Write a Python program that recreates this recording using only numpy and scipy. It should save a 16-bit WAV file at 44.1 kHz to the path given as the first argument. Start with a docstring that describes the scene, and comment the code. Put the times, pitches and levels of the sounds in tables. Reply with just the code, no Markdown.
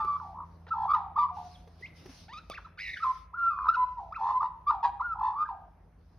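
"""On a brick path a magpie sings close by: fluting notes, fast slides and gargling warbles from both sides of its
voice box, answered by nearby walls. Each note is a near sine with overtones, drawn as a curve of pitch and level.
A motor hums far off (two wavering sines) over low traffic rumble and air (shaped noise). A soft rustle (noise in
swells) comes and goes, with a few dull taps (short low rings in noise) and one snap of the beak."""
import sys
import numpy as np
from scipy import signal
from scipy.fft import rfft, irfft, next_fast_len
from scipy.io import wavfile
from scipy.ndimage import uniform_filter1d, map_coordinates

SR = 44100
rng = np.random.default_rng(int(sys.argv[2]) if len(sys.argv) > 2 else 0)


def attenuation_scalar(level_db):
    """Turn a level in dB into a linear amplitude multiplier (20 dB per decade)."""
    decades = np.asarray(level_db, float) / 20
    return 10 ** decades


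def master(y):
    """Save y as 16-bit WAV."""
    cut = np.clip(np.atleast_2d(y).T, -1, 1)
    pcm = np.round(cut * 32767)  # scale
    wavfile.write(sys.argv[1], SR, pcm.astype(np.int16))


N = 272538  # length in samples

# The far motor's slow change in loudness: t/s, level/dB
HUM_LEVEL = [(0, -54), (1.2, -55.5), (2.8, -63), (6.18, -64.5)]
HUM_HZ, HUM_OCTAVE_DB = 83.2, -5  # mean pitch; level of the octave against it
# Loudness of rumble and air: t/s, rumble level/dB, air level/dB
RUMBLE_LEVELS = [(0, -61.5, -58.5), (1, -59, -64), (2, -60, -58), (2.6, -59, -64.5), (3.1, -58, -65),
                 (5, -55, -63), (6.18, -59.5, -65.5)]
# Tone of the deep traffic rumble, shape only: f/Hz, level per Hz/dB
RUMBLE_TONE = [(20, -47), (33, -21), (45, -0.5), (52, 8.5), (65, 0.5), (90, -9), (140, -34), (300, -120)]
# Tone of the air noise, shape only: f/Hz, level per Hz/dB
AIR_TONE = [(60, -34), (100, -4.5), (400, -17.5), (750, -17.5), (2000, -31.5), (4600, -49), (9000, -42),
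            (15500, -42), (16500, -120)]
# Swells of the rustle: t/s, length/s, level/dB
RUSTLE_SWELLS = [(0, 0.32, -73), (.45, 0.21, -83), (.7, 0.27, -79), (1.35, .25, -66), (1.35, 0.63, -76),
                 (1.8, .05, -66), (1.96, 0.29, -62.5), (2.094, 0.15, -63), (2.35, 0.33, -73),
                 (2.8, 0.42, -62.5), (3.5, 0.62, -82.5), (4.2, .15, -67.5), (4.41, 0.05, -70.5),
                 (4.673, .04, -81), (4.836, .04, -74), (6, .2, -83.5)]
RUSTLE_REST_DB, RUSTLE_RISE_S, RUSTLE_FALL_S = -91, .06, 0.16
# Tone of the rustle, shape only: f/Hz, level per Hz/dB
RUSTLE_TONE = [(900, -29), (1500, -9.5), (2500, -6), (3100, -6), (3600, -4), (4500, -1), (5500, -2),
               (6300, -7.5), (9000, -10), (12500, -16), (15500, -17), (16500, -120)]
# How alike left and right are in the background: f/Hz, likeness (1 = the same, 0 = unrelated)
LIKENESS = [(50, 1), (90, .998), (150, .97), (300, .78), (1000, .6), (4000, .5), (10000, -.2)]

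# Colour the throat gives to overtones: f/Hz, level/dB
THROAT_COLOUR = [(900, 18), (1800, 7), (2800, -3), (3700, -1.5), (5100, -8.5), (5700, -21), (6300, -18),
                 (7000, -31.5), (11000, -28.5)]
# Warbles that swell: t/s, top t/s, end t/s, from f/Hz, to f/Hz, start level/dB, top level/dB,
# beats per s, first beat/cycles, pitch swing/share
SWELLING = [(0, 0.163, .18, 1205, 1154, -30, -28, 109.5, .39, .025),
            (0.334, .42, .45, 855, 1031, -48.5, -40.5, 67.5, .02, 0.1),
            (.735, 0.857, .89, 913.6, 878.6, -38.5, -30, 60.5, 0.12, .072),
            (0.876, 0.922, .93, 1121, 1171, -38.5, -21.5, 79, .6, 0.045),
            (0.932, 0.942, .958, 1198, 1252, -30, -20.5, 79, .3, 0.036),
            (4.417, 4.465, 4.475, 984, 984, -29, -29, 78.5, .25, 0.085),
            (3.576, 3.683, 3.69, 1143, 1097, -40.5, -30.5, 88.5, .25, .09),
            (4.204, 4.308, 4.36, 870.5, 944.6, -33.5, -27, 92.5, .94, 0.084),
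            (4.828, 4.857, 4.878, 895.7, 953.4, -29, -20.5, 157, .8, 0.036),
            (5.145, 5.274, 5.355, 867, 937, -48, -26.5, 56, -.15, .083),
            (5.353, 5.429, 5.445, 1094, 1229, -40, -27, 104, .74, .025)]
SWELL_END_DB, SWELL_OVERTONES_DB = -11.5, -38
# Slides and chirps: overtone level/dB, then a curve of (t/s, f/Hz, level/dB)
SLIDE_CURVES = [ (-29.5, [(0, 905, -31), (.03, 844.6, -43.5), (.11, 885, -56.5)]), (-5, [(.667, 479, -48.5),
                (.675, 442, -61.5), (.695, 957.8, -55.5)]), (-39, [(.705, 1296, -46.5), (.712, 1295, -33.5),
                (.724, 1338, -26), (.745, 1231, -33)]), (-36, [(1.155, 935, -45.5), (1.164, 1094, -25),
                (1.17, 1236, -24.5), (1.182, 1208, -50.5), (1.188, 1198, -20), (1.26, 1123, -31.5),
                (1.278, 1156, -52), (1.29, 1152, -30.5)]), (-36, [(1.17, 899, -59.5), (1.179, 887, -22.5),
                (1.188, 941, -31.5), (1.245, 1012, -28.5), (1.263, 893.6, -46), (1.272, 983, -34),
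                (1.281, 1097, -46), (1.305, 981, -31.5)]), (-25.5, [(1.54, 3936, -66),
                (1.56, 3250, -58.5)]), (-34.5, [(1.822, 1897, -54.5), (1.838, 2042, -42),
                (1.856, 2166, -45), (1.862, 2670, -48.5), (1.878, 3900, -73)]), (-9, [(2.28, 652.5, -57.5),
                (2.294, 876, -51.5), (2.325, 1002, -52), (2.34, 1256, -46), (2.352, 1196, -48.5),
                (2.388, 1317, -46.5), (2.405, 1600, -68)]), (-5, [(2.495, 1091, -63.5), (2.503, 1298, -45),
                (2.519, 1120, -44), (2.534, 1395, -51.5), (2.555, 2774, -46), (2.569, 2208, -55),
                (2.582, 1430, -40), (2.59, 853, -50)]), (-20.5, [(2.645, 1206, -51), (2.657, 1376, -46),
                (2.673, 905, -54.5)]), (-27.5, [(3, 1211, -44), (3.021, 1324, -43), (3.03, 1367, -30.5),
                (3.039, 1284, -24.5), (3.045, 1279, -32), (3.068, 1119, -32.5)]), (-35, [(3.035, 1251, -32),
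                (3.048, 1053, -32.5)]), (-44, [(3.33, 760, -52.5), (3.345, 1347, -34), (3.366, 1465, -49),
                (3.378, 1452, -41)]), (-30.5, [(3.35, 949, -59.5), (3.401, 1201, -44.5),
                (3.448, 967, -52.5), (3.47, 1228, -38.5)]), (-32.5, [(3.68, 1150, -30), (3.691, 1289, -16),
                (3.704, 1385, -24.5), (3.713, 1362, -38)]), (-23.5, [(3.725, 1522, -41), (3.737, 1426, -38),
                (3.747, 1445, -28.5), (3.757, 1274, -27.5)]), (-44.5, [(3.968, 908, -48.5),
                (3.985, 980, -33.5), (3.993, 911, -35.5)]), (-31, [(4.11, 888, -41), (4.119, 968, -58),
                (4.127, 1210, -32), (4.14, 1455, -51), (4.149, 2402, -49), (4.161, 2740, -50),
                (4.175, 2016, -78)]), (-26, [(4.15, 1240, -64), (4.163, 1395, -31), (4.186, 892, -46),
                (4.2, 857, -37)]), (-46.5, [(4.3, 972, -24), (4.315, 1140, -31), (4.322, 1015, -47)]),
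                (-44, [(4.392, 994, -37), (4.402, 992, -37), (4.411, 1169, -21), (4.42, 1240, -42)]),
                (-34, [(4.66, 1066, -61.5), (4.672, 1157, -26), (4.69, 1195, -21), (4.7, 1258, -25),
                (4.713, 1418, -38)]), (-24, [(4.826, 865, -40), (4.845, 841, -32), (4.896, 760.7, -41.5)]),
                (-38.5, [(4.995, 1279, -45.5), (4.999, 1246, -36), (5.01, 920, -27), (5.024, 1363, -36),
                (5.045, 1434, -35.5), (5.09, 1395, -34), (5.138, 1275, -31), (5.15, 1260, -58)]),
                (-27.5, [(5.444, 1450, -58.5), (5.462, 1656, -42), (5.474, 1377, -56), (5.484, 1230, -40)]),
                ]
# Warbles that start loud and die away: t/s, length/s, entry f/Hz, f it settles to before sagging/Hz,
# level/dB, loss/dB, beats per s, first beat/cycles, pitch swing/share
TRAILING = [(0.196, .15, 1193, 860, -39, 12.5, 68.5, .5, .087),
            (0.946, 0.18, 1063, 927.5, -22, 27, 50.5, .8, .089),
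            (1.366, 0.066, 800, 856, -32.5, 15.5, 70.5, .6, .082),
            (3.5, 0.095, 1293, 1200, -28, 12.5, 88.5, .89, 0.052),
            (3.988, 0.13, 906.5, 798, -34.5, 20, 64.5, -.1, 0.096),
            (4.469, .085, 1008, 1028, -37, 17.5, 86, .1, .079),
            (4.697, .115, 1174, 890, -21, 23.5, 53, .54, .08),
            (5.487, .21, 1049, 848.5, -31, 29.5, 52.5, .32, .086)]
SETTLE_S, SAG_PER_S, TRAIL_OVERTONES_DB = .018, .9, -34.5
FADE_SHARE = 0.53  # the loss eases out over this share of the length
# Held fluting notes: t/s, length/s, from f/Hz, to f/Hz, start level/dB, end level before release/dB
FLUTING = [(3.045, .078, 1055, 1029, -29, -26), (3.372, .128, 1405, 1361, -33, -23),
           (3.765, 0.084, 1014, 1000, -31.5, -25), (3.85, .088, 1020, 997, -39.5, -41.5),
           (4.325, .066, 1010, 1018.4, -41.5, -25.5), (4.93, .06, 826, 811, -43.5, -41.5),
           (4.89, 0.024, 995, 955, -50, -42.5), (1.31, .175, 730, 720, -46.5, -46.5),
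           (3.5, 0.15, 2550, 2450, -65, -66.5)]
RELEASE_S, RELEASE_DB, FLUTE_OVERTONES_DB = .012, -9, -43
# Harsh squawk, one row per side of the voice box: overtone level/dB, beats per s, first beat/cycles,
# pitch swing/share, throb share, breath level/dB, then a curve of (t/s, f/Hz, level/dB)
SQUAWK_SIDES = [(-9, 100.5, -0.9, .08, 0.14, -25, [(2.772, 1293, -57.5), (2.779, 1278, -50.5),
                (2.791, 1809, -43), (2.815, 2124, -43.5), (2.87, 2095, -40.5), (2.902, 1960, -39),
                (2.929, 2091, -45.5), (2.94, 1942, -36), (2.959, 1917, -54.5), (2.971, 1509, -39),
                (3, 1981, -52)]), (2.5, 99, -.9, .05, 0.42, -28, [(2.78, 2307, -59), (2.81, 2450, -47),
                (2.83, 2707, -51.5), (2.915, 2480, -55.5)])]
EFFORT, LOUD_DB = .8, -25  # warble overtones gain EFFORT dB for each dB of level over LOUD_DB
THROB_PER_SWING = 2.75  # a wider pitch swing pumps the level harder

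# Left-right difference of the bird against its middle: f/Hz, level/dB
BIRD_SIDE = [(300, -7), (1200, -20), (2200, -6.5), (5000, -5), (12000, 2)]
# First echoes from the walls: delay t/s, level/dB
EARLY_ECHOES = [(.004, -24), (0.009, -12.5), (.023, -17), (0.048, -25)]
# How long the echo tail takes to fall by 60 dB: f/Hz, t/s
TAIL_TIMES = [(500, 1), (1200, 0.45), (2500, 0.88), (6000, 0.21)]
# Dull taps: t/s, level before the soft onset/dB, ring f/Hz, time to fall by 60 dB/s
TAP_LIST = [(0.046, -33.5, 386, 0.035), (1.446, -40, 750, 0.024), (1.673, -45, 464, 0.051),
            (1.809, -42.5, 406, 0.039), (2.057, -33.5, 367, 0.043), (2.091, -40.5, 264, 0.072)]
# Dark stretches of the treble: f/Hz, level/dB
DARK_TREBLE = [(6300, 0), (6900, -12.5), (8200, -27), (8700, -4.5), (12800, -5), (13600, -18.5),
               (14600, -23), (15000, -5)]


def unit(x):
    """Scales x to an average (rms) level of 1."""
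    return x / np.sqrt(np.mean(x ** 2) + 1e-20)


def along(points, hz):
    """Reads (Hz, value) points at any frequency, on a log axis."""
    f, v = np.transpose(points)
    return np.interp(np.log(hz + 1), np.log(f + 1), v)


def curves(rows, t):
    """Reads one value per time for each column after the first."""
    s, *cols = np.transpose(rows)
    return [np.interp(t, s, c) for c in cols]


def wobble(rate, size=N):
    """A smooth random curve through `rate` random points a second."""
    return map_coordinates(rng.standard_normal(size // 100 + 8), [np.arange(size) * rate / SR])


def filtered(x, response):
    """Multiplies the spectrum of x by a response given as a function of frequency."""
    m = next_fast_len(N + 8192)
    return irfft(rfft(x, m) * response(np.fft.rfftfreq(m, 1 / SR)), m)[..., :N]


def add_at(out, s, sound):
    """Adds a sound into out, starting at s seconds."""
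    out[round(s * SR):][:len(sound)] += sound


def rush(tone, patchy_db):
    """Stereo noise of rms 1: many tiny random sounds, with patches in time and pitch of random gain."""
    z = signal.stft(rng.standard_normal((2, N)), nperseg=512)[2]
    field = rng.standard_normal(z.shape[1:])
    field = uniform_filter1d(uniform_filter1d(field, size=6, axis=0), size=10, axis=1)
    pair = signal.istft(z * attenuation_scalar(patchy_db * unit(field)), nperseg=512)[1][:, :N]

    def shares(hz):
        turn = np.arccos(np.clip(along(LIKENESS, hz), -1, 1)) / 2
        return attenuation_scalar(along(tone, hz)) * [np.cos(turn), np.sin(turn)]

    mid, side = filtered(pair, shares)
    return unit(np.array([mid + side, mid - side]))


def motor_hum():
    """A far motor: a low sine and its octave, both unsteady in pitch and level."""
    db, = curves(HUM_LEVEL, np.arange(N) / SR)
    turn = 2 * np.pi * np.cumsum(HUM_HZ + 0.65 * wobble(2.2)) / SR
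    low = attenuation_scalar(0.52 * wobble(23)) * np.sin(turn)
    octave = attenuation_scalar(HUM_OCTAVE_DB + 0.52 * wobble(21)) * np.sin(2 * turn)
    return np.sqrt(2) * attenuation_scalar(db) * (low + octave)


def rumble_and_air():
    """Low traffic rumble and air: two layers of shaped noise, each with its own slow level."""
    rumble_db, air_db = curves(RUMBLE_LEVELS, np.arange(N) / SR)
    rumble = attenuation_scalar(rumble_db) * rush(RUMBLE_TONE, patchy_db=-1.0)
    return rumble + attenuation_scalar(air_db) * rush(AIR_TONE, patchy_db=2.0)


def rustle():
    """A soft rustle: patchy noise that rises and falls in rounded swells."""
    t = np.arange(N) / SR
    soft = lambda u: np.sin(np.pi / 2 * np.clip(u + .5, 0, 1)) ** 2
    level = attenuation_scalar(RUSTLE_REST_DB)
    for s, length, db in RUSTLE_SWELLS:
        level = level + attenuation_scalar(db) * soft((t - s) / RUSTLE_RISE_S) * soft((s + length - t) / RUSTLE_FALL_S)
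    return level * rush(RUSTLE_TONE, patchy_db=2.5)


def note(rows, overtones_db, rate=0, first=0, swing=0, throb=0, breath_db=-12):
    """One membrane sings a near sine; a flutter flicks its pitch up and pumps its level."""
    fade = .004  # s
    t = np.arange(rows[0][0], rows[-1][0] + fade, 1 / SR)
    size = len(t)
    hz, db = uniform_filter1d(curves(rows, t), size=150, mode="nearest")  # muscles round every corner
    falling = np.clip(-np.gradient(np.log(hz)) * SR, 0, 60)  # how fast the pitch drops, per s

    beat = 2 * np.pi * (rate * (t - t[0]) - first + .11 * wobble(40, size))
    depth = np.exp(.3 * wobble(80, size))  # no two beats are alike
    flick = np.exp(1.423 * np.cos(beat + 1.0))  # peaked, and ahead of the level's beat
    hz = hz * (1 + depth * swing * (flick / flick.mean() - 1) + 0.0044 * wobble(150, size))
    pump = np.exp(2 * min(throb, .5) * depth * np.cos(beat) + 0.13 * wobble(110, size))

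    turn = 2 * np.pi * (np.cumsum(hz) / SR + rng.random())
    k = np.arange(2, 10)[:, None]  # overtone numbers
    flicker = 1 + .55 * np.array([wobble(400, size) for _ in k])  # turbulence blurs each overtone
    overtones = np.sum(attenuation_scalar(along(THROAT_COLOUR, k * hz)) * flicker * np.sin(k * turn), axis=0)

    band = signal.butter(2, [1800, 5200], "band", fs=SR, output="sos")
    breath = unit(signal.sosfilt(band, rng.standard_normal(size)))
    puffs = attenuation_scalar(breath_db) * (1 + np.cos(turn)) * breath  # one puff per cycle

    # effort brightens; falls and flicks thin the tone
    bright = attenuation_scalar(overtones_db + 0.59 * (db - db.max()) - 0.38 * falling) / flick ** (6 * swing)
    tone = np.sin(turn) + bright * (overtones + puffs)
    edge = np.clip(np.minimum(t - t[0] + 1 / SR, t[-1] - t) / fade, 0, 1)
    return np.sqrt(2) * attenuation_scalar(db) * unit(pump) * edge * tone


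def times(length):
    """Curve points every 3 ms."""
    return np.arange(0, length, .003)


def eased(u):
    """A rise from 0 to 1 that slows towards its end."""
    return np.sin(np.pi / 2 * np.clip(u, 0, 1))


def swelling_warbles():
    """Fluttering notes that grow to a top and then drop; louder ones are brighter."""
    for s, top, end, from_hz, to_hz, db, top_db, *flutter in SWELLING:
        t = times(end - s)
        rise = eased(t / (top - s))
        fall = np.clip((s + t - top) / (end - top), 0, 1)
        pitch = from_hz + (to_hz - from_hz) * rise
        level = db + (top_db - db) * rise + SWELL_END_DB * fall
        overtones_db = SWELL_OVERTONES_DB + EFFORT * (top_db - LOUD_DB)
        yield note(np.transpose([s + t, pitch, level]), overtones_db, *flutter, THROB_PER_SWING * flutter[-1]), s


def slides():
    """Slides and chirps: the pitch runs quickly from point to point."""
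    for overtones_db, rows in SLIDE_CURVES:
        yield note(rows, overtones_db), rows[0][0]


def sum_tones(song):
    """Both sides share one windpipe: squeezing the loud peaks breeds sum tones in the treble."""
    squeezed = np.maximum(song - .025, 0)
    treble = lambda hz: attenuation_scalar(along(THROAT_COLOUR, hz)) * (hz / 2500) ** 3.1 * (hz > 1650)
    return attenuation_scalar(-29.5) * filtered(squeezed, treble)


def left_and_right(bird):
    """The bird reaches left and right a little differently, more so in the high treble."""
    side = filtered(bird, lambda hz: attenuation_scalar(along(BIRD_SIDE, hz)) * np.exp(.5j * np.pi * 1.1))
    return np.array([bird + side, bird - side])


def walls(x):
    """A few early echoes, then a tail in which each frequency dies at its own speed."""
    hz, t, z = signal.stft(rng.standard_normal((2, SR)), SR, nperseg=256)
    tail = signal.istft(z * attenuation_scalar(-60 * t / along(TAIL_TIMES, hz)[:, None]), SR, nperseg=256)[1]
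    tail[1] = 0.58 * tail[0] + .6 * tail[1]  # left and right hear much the same tail
    tail = attenuation_scalar(-14) * np.pad(tail, ((0, 0), (600, 0))) / np.linalg.norm(tail[0])  # starts 600 samples late
    for s, db in EARLY_ECHOES:
        tail[:, round(s * SR)] += attenuation_scalar(db)
    return signal.fftconvolve(x[None], tail, axes=1)[:, :N]


def taps():
    """Dull soft knocks: a short low ring inside a puff of noise."""
    out, t = np.zeros(N), np.arange(SR // 10) / SR
    for s, db, hz, t60 in TAP_LIST:
        puff = signal.lfilter([.12], [1, -.88], rng.standard_normal(len(t)))
        body = np.sin(2 * np.pi * hz * t) + 1.7 * puff
        onset = 1 - np.exp(-t / 0.0043)
        add_at(out, s, attenuation_scalar(db - 60 * t / t60) * onset * body)
    return out


def trailing_warbles():
    """Fluttering notes that start loud and die away while the pitch settles and sags."""
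    for s, length, entry_hz, hz, db, lost_db, *flutter in TRAILING:
        t = times(length)
        pitch = (hz + (entry_hz - hz) * np.exp(-t / SETTLE_S)) * (1 - SAG_PER_S * t)
        level = db - lost_db * np.expm1(-t / (FADE_SHARE * length)) / np.expm1(-1 / FADE_SHARE)
        overtones_db = TRAIL_OVERTONES_DB + EFFORT * (db - LOUD_DB)
        yield note(np.transpose([s + t, pitch, level]), overtones_db, *flutter, THROB_PER_SWING * flutter[-1]), s


def flutes():
    """Held notes without flutter: pitch and level ease over, then a quick release."""
    for s, length, from_hz, to_hz, db, end_db in FLUTING:
        t = times(length)
        rise = eased(t / (length - RELEASE_S))
        fall = np.clip(1 + (t - length) / RELEASE_S, 0, 1)
        pitch = from_hz + (to_hz - from_hz) * rise
        level = db + (end_db - db) * rise + RELEASE_DB * fall
        yield note(np.transpose([s + t, pitch, level]), FLUTE_OVERTONES_DB), s


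def beak_snap():
    """The beak snaps: a fast-dying ring and an even shorter burst of noise."""
    t = np.arange(SR // 20) / SR
    ring = attenuation_scalar(-29.0 - 60 * t / .012) * np.sin(2 * np.pi * 640 * t)
    burst = signal.lfilter([.4], [1, -.6], rng.standard_normal(len(t)))
    return ring + attenuation_scalar(-30 - 60 * t / 0.0075) * burst


def squawk():
    """A harsh cry: both sides of the voice box sing at once, rich in overtones but with little breath."""
    for *manner, rows in SQUAWK_SIDES:
        yield note(rows, *manner), rows[0][0]


def magpie():
    """All the notes with their sum tones, and a snap of the beak as one slide starts."""
    song = np.zeros(N)
    for kind in (swelling_warbles, slides, trailing_warbles, flutes, squawk):
        for sound, s in kind():
            add_at(song, s, sound)
    bird = song + sum_tones(song)
    add_at(bird, 2.4995, beak_snap())
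    return bird


def scene():
    """The bird, its echoes from the walls, the taps and the background together."""
    bird = magpie()
    background = motor_hum() + rumble_and_air() + rustle()
    return left_and_right(bird) + walls(bird) + taps() + background


def top_cut(x):
    """Nothing passes above the cut-off."""
    return signal.sosfilt(signal.butter(12, 15750, fs=SR, output="sos"), x)


def record(dry):
    """Darkens two stretches of the treble in the finished mix."""
    mix = filtered(dry, lambda hz: attenuation_scalar(along(DARK_TREBLE, hz)))
    return top_cut(mix)


dry = scene()
out = record(dry)
master(out)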